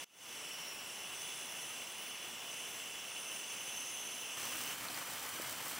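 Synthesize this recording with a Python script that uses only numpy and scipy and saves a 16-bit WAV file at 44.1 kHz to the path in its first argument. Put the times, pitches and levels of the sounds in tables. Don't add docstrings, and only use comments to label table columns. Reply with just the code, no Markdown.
import sys
import numpy as np
from scipy import signal
from scipy.fft import rfft, irfft
from scipy.io import wavfile

SR = 44100
rng = np.random.default_rng(int(sys.argv[2]) if len(sys.argv) > 2 else 0)


def master_out(mix):
    frames = np.transpose(np.atleast_2d(mix))
    ceiling = np.clip(frames, -1, 1)
    pcm = np.round(ceiling * 32767).astype(np.int16)
    wavfile.write(sys.argv[1], SR, pcm)


N = 255339

WIDE_START_S, WIDE_ATTACK_S = 4.365, 0.009

# frequency in Hz, density in dB per Hz.
CLOSE_ROAR = [(22, -128), (55, -105), (125, -91.5), (190, -89), (900, -85.5), (1750, -88), (2200, -84.5),
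              (2650, -90), (3700, -94), (4500, -93), (6550, -99), (8000, -95.5), (13200, -99),
              (15700, -93.5)]
# frequency in Hz, width in Hz, peak density in dB per Hz.
CLOSE_RESONANCES = [(3956, 130, -91.5), (4970, 170, -90), (6850, 150, -87.5), (7480, 260, -87.5),
                    (8100, 560, -90), (10000, 180, -89), (11700, 240, -96), (12600, 370, -99),
                    (14950, 450, -103)]
# frequency in Hz, width in Hz, level relative to its group in dB, group number from 0.
WHISTLES = [(2740, 235, -1, 0), (2994, 150, 0, 0), (3420, 120, 0, 5), (5580, 195, -1, 1), (5916, 49, -5, 1),
            (6138, 110, -4, 2), (6320, 93, -11, 2), (9560, 120, 17.5, 3), (9380, 180, 15.5, 3),
            (10630, 150, 5, 4), (11060, 150, 10, 4)]


def close_burner():
    flame = noise(spectrum(CLOSE_ROAR)) * flutter(rate_hz=26, depth_db=0.6)
    ring = noise(resonances(CLOSE_RESONANCES)) * evened(treble_swell()) ** 0.38
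    whistles = np.zeros(N)
    for group, swell in enumerate(whistle_swells()):
        modes = [row for row in WHISTLES if round(row[3]) == group]
        tones = evened(noise(resonances(modes)))
        whistles += swell * tones * flutter(rate_hz=27, depth_db=0.88)
    return (drift(flame + ring) + gain_of(0.4) * whistles) * close_level()


# time in seconds, level in dB.
TREBLE_SWELL = [(0.3, -2.5), (0.78, -6.5), (0.86, -3.5), (1.02, -2), (1.26, 2), (1.58, 0.5), (1.66, 2),
                (1.82, -0.8), (2.14, -1.3), (2.38, -4.5), (2.54, 0.7), (3.02, -2.0), (3.26, 1.9), (3.42, 1),
                (3.9, 4), (4.36, 1)]


def treble_swell():
    seconds, db = np.transpose(TREBLE_SWELL)
    return gain_of(np.interp(np.arange(N) / SR, seconds, db))


# level at the pivot time in dB, response in dB per dB of the shared swell, trend in dB per second.
WHISTLE_GROUPS = [(-50.9, 0.03, 0.5), (-58.2, 0.35, -0.3), (-55.5, 1.4, 0.56), (-57.3, 0.93, -0.4),
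                  (-71, 0.74, -0.2), (-58.6, 0.1, -0.1)]
# centre in seconds, half length in seconds, change in dB, group number from 0.
WHISTLE_FLARES = [(0.15, 0.25, 6, 2), (0.45, 0.2, 8, 4), (0.64, 0.23, 7.5, 1), (0.7, 0.4, -4, 5),
                  (1.33, 0.15, 4, 5), (1.5, 0.45, 10, 4), (2.05, 0.12, 7, 4), (2.722, 0.18, 10.5, 4),
                  (3.25, 0.25, 3.5, 3), (3.95, 0.5, 12, 4)]


def whistle_swells(trend_pivot_s=2.3):
    t = np.arange(N) / SR - trend_pivot_s
    treble = treble_swell()
    swells = [gain_of(db + trend * t) * treble ** follow for db, follow, trend in WHISTLE_GROUPS]
    for centre_s, half_length_s, db, group in WHISTLE_FLARES:
        flare = gain_of(db * bump(centre_s, half_length_s))
        swells[round(group)] = swells[round(group)] * flare
    return swells


def drift(x, depth_db=2.0, patch_hz=260, patch_s=0.048):
    hz, seconds, cells = signal.stft(x, SR, nperseg=1024, noverlap=768)
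    across = np.fft.fftfreq(len(hz), hz[1])[:, None]
    along = np.fft.fftfreq(len(seconds), seconds[1])
    smooth = np.exp(-(across * patch_hz * np.pi) ** 2 - (along * patch_s * np.pi) ** 2)
    rough = rng.standard_normal(cells.shape)
    field = evened(np.fft.ifft2(np.fft.fft2(rough) * smooth).real)
    share = np.minimum(hz[:, None] / 10000, 1) ** 1.1
    cells = cells * gain_of(depth_db * field * share)
    return signal.istft(cells, SR, nperseg=1024, noverlap=768)[1][:N]


def close_level(dip_s=0.0435, dip_db=-24.5, recovery_s=0.163, sink_db=-2, end_s=4.735, release_s=0.02):
    dip = dip_db * bump(dip_s, recovery_s) * ramp(dip_s, 0.001)
    sink = sink_db * ramp(WIDE_START_S, end_s - WIDE_START_S)
    return gain_of(dip + sink) * (1 - ramp(end_s, release_s))


# frequency in Hz, density in dB per Hz.
WIDE_ROAR = [(22, -112), (60, -95.5), (125, -84), (270, -85), (400, -86), (900, -81), (1700, -81.5),
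             (2500, -82), (3700, -88), (5300, -88), (6500, -91.5), (8200, -91.5), (12500, -90.5),
             (15700, -98)]
# frequency in Hz, width in Hz, peak density in dB per Hz.
WIDE_RESONANCES = [(275, 60, -85), (1200, 140, -82.5), (3070, 170, -78.5), (3420, 110, -86),
                   (5400, 160, -91), (6000, 155, -80.5), (6800, 85, -87), (7400, 150, -86),
                   (8100, 430, -91), (8750, 200, -95), (9600, 120, -83)]


def wide_burner():
    flame = noise(spectrum(WIDE_ROAR)) * flutter(rate_hz=34, depth_db=1.32)
    return (flame + noise(resonances(WIDE_RESONANCES))) * wide_level()


def wide_level(start_db=-1.6, rise_db_per_s=0.7):
    since_start = np.arange(N) / SR - WIDE_START_S
    return gain_of(start_db + rise_db_per_s * since_start) * ramp(WIDE_START_S, WIDE_ATTACK_S)


# frequency in Hz, relative level in dB.
FIZZ_COLOUR = [(1500, -24), (4000, 1.5), (6500, 0.5), (8300, 8), (10300, -0.5), (13000, -4), (14600, 8),
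               (16000, 6)]
# start of the snap in seconds, strength in dB (the snap peaks 4 dB above it).
LARGE_SPITS = [(4.455, -25), (4.5732, -27), (4.5899, -27), (4.6137, -24), (4.976, -29), (5.1349, -29),
               (5.1829, -30), (5.2918, -26.5), (5.4203, -29), (5.4964, -26), (5.6554, -32), (5.6824, -25),
               (5.697, -26)]


def sizzle(bubbles_per_s=3400, spread_db=4.5, fizz_db=-49, flurry_db=-24, flurry_s=0.039):
    size = gain_of(spread_db * np.minimum(rng.exponential(1, N), 4))
    sign = rng.choice([-1, 1], N)
    opens = rng.random(N) < bubbles_per_s / SR
    clicks = size * sign * opens * flutter(rate_hz=54, depth_db=0.8)
    fizz = evened(irfft(rfft(clicks) * spectrum(FIZZ_COLOUR), N))
    flurries = sum(gain_of(db + flurry_db) ** 2 * bump(s, flurry_s) for s, db in LARGE_SPITS)
    return fizz * np.sqrt(gain_of(fizz_db) ** 2 + flurries) * ramp(WIDE_START_S, WIDE_ATTACK_S)


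def spits(snap_hz=10500, scatter_s=0.001, scatter_db=-22, level_db=4.0):
    out = np.zeros(N)
    t = np.arange(SR // 100) / SR
    for s, db in list(LARGE_SPITS) + small_spits():
        phase = 2 * np.pi * snap_hz * rng.uniform(0.99, 1.1) * t - np.pi
        snap = -phase * np.exp((1 - phase ** 2) / 2)
        bright_noise = evened(np.diff(rng.standard_normal(len(t) + 1)))
        scatter = bright_noise * np.exp(-t / scatter_s)
        add(out, s, gain_of(db + level_db) * (snap + gain_of(scatter_db) * scatter))
    return out


def small_spits(per_s=14, strength_db=-34, spread_db=2.0):
    chance = rng.random(N)
    db = strength_db + spread_db * rng.standard_normal(N)
    at = np.flatnonzero(chance < ramp(WIDE_START_S, WIDE_ATTACK_S) * per_s / SR)
    return list(zip(at / SR, db[at]))


# centre in seconds, peak level in dB, pitch in Hz, length in seconds.
BUBBLES = [(1.709, -52, 1256, 0.027), (4.886, -32.5, 4100, 0.001), (4.9455, -35, 4700, 0.0013),
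           (5.386, -47, 1310, .016), (5.3999, -39.5, 563, 0.0045), (5.4, -41, 298, 0.0058),
           (5.4215, -38, 5000, .0013)]


def bubbles():
    out = np.zeros(N)
    for s, db, hz, length in BUBBLES:
        t = np.arange(-2 * length, 2 * length, 1 / SR)
        envelope = np.exp(-(2 * t / length) ** 2)
        add(out, s + t[0], gain_of(db) * envelope * np.cos(2 * np.pi * hz * t))
    return out


def gain_of(db):
    return 10 ** (np.asarray(db) / 20)


def evened(x):
    return x / np.sqrt(np.mean(x ** 2) + 1e-20)


def spectrum(points):
    f, db = np.transpose(points)
    bins = np.fft.rfftfreq(N, 1 / SR)
    return gain_of(np.interp(np.log(bins + 1), np.log(f), db))


def resonances(modes):
    f = np.fft.rfftfreq(N, 1 / SR)
    power = 0
    for hz, width, db, *_ in modes:
        peak = gain_of(db) / (1 + ((f - hz) / width) ** 2 * np.sqrt(2))
        power = power + peak ** 2
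    return np.sqrt(power)


def noise(shape):
    return irfft(rfft(rng.standard_normal(N)) * shape, N) * np.sqrt(SR / 2)


def flutter(rate_hz, depth_db):
    slow = 1 / (1 + (np.fft.rfftfreq(N, 1 / SR) / rate_hz) ** 2)
    return gain_of(depth_db * evened(noise(slow)))


def ramp(start_s, length_s):
    return np.clip((np.arange(N) / SR - start_s) / length_s, 0, 1)


def bump(centre_s, width_s):
    return np.exp(-((np.arange(N) / SR - centre_s) / width_s) ** 2)


def add(mix, s, sound):
    part = mix[max(round(s * SR), 0):][:len(sound)]
    part += sound[:len(part)]


# frequency in Hz, side minus mid in dB.
WIDTH = [(60, -15), (700, -11), (1400, -22), (2800, -28), (4400, -58), (5200, -25), (5800, -1.5),
         (6700, -34), (9500, -42), (11800, -10), (13500, -4), (14800, -5), (15700, -18)]
# frequency in Hz, left minus right in dB.
LEAN = [(60, -0.5), (500, -2), (1100, 1), (8000, -1.9), (13000, 1)]


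def scene(side_db=-6.0):
    mid = rfft(close_burner() + wide_burner() + sizzle() + spits() + bubbles())
    t = np.arange(SR // 20) / SR
    smear = rng.standard_normal(len(t)) * np.exp(-t / 0.0062)
    smear = smear / np.linalg.norm(smear)
    side = gain_of(side_db) * mid * spectrum(WIDTH) * rfft(smear, N)
    lean = np.sqrt(spectrum(LEAN))
    left = irfft((mid + side) * lean, N)
    right = irfft((mid - side) / lean, N)
    return np.array([left, right])


def record(dry, edge_hz=15780):
    lowpass = signal.firwin(1023, edge_hz, window=("kaiser", 8), fs=SR)
    return signal.oaconvolve(dry, lowpass[None], "same")


dry = scene()
out = record(dry)
master_out(out)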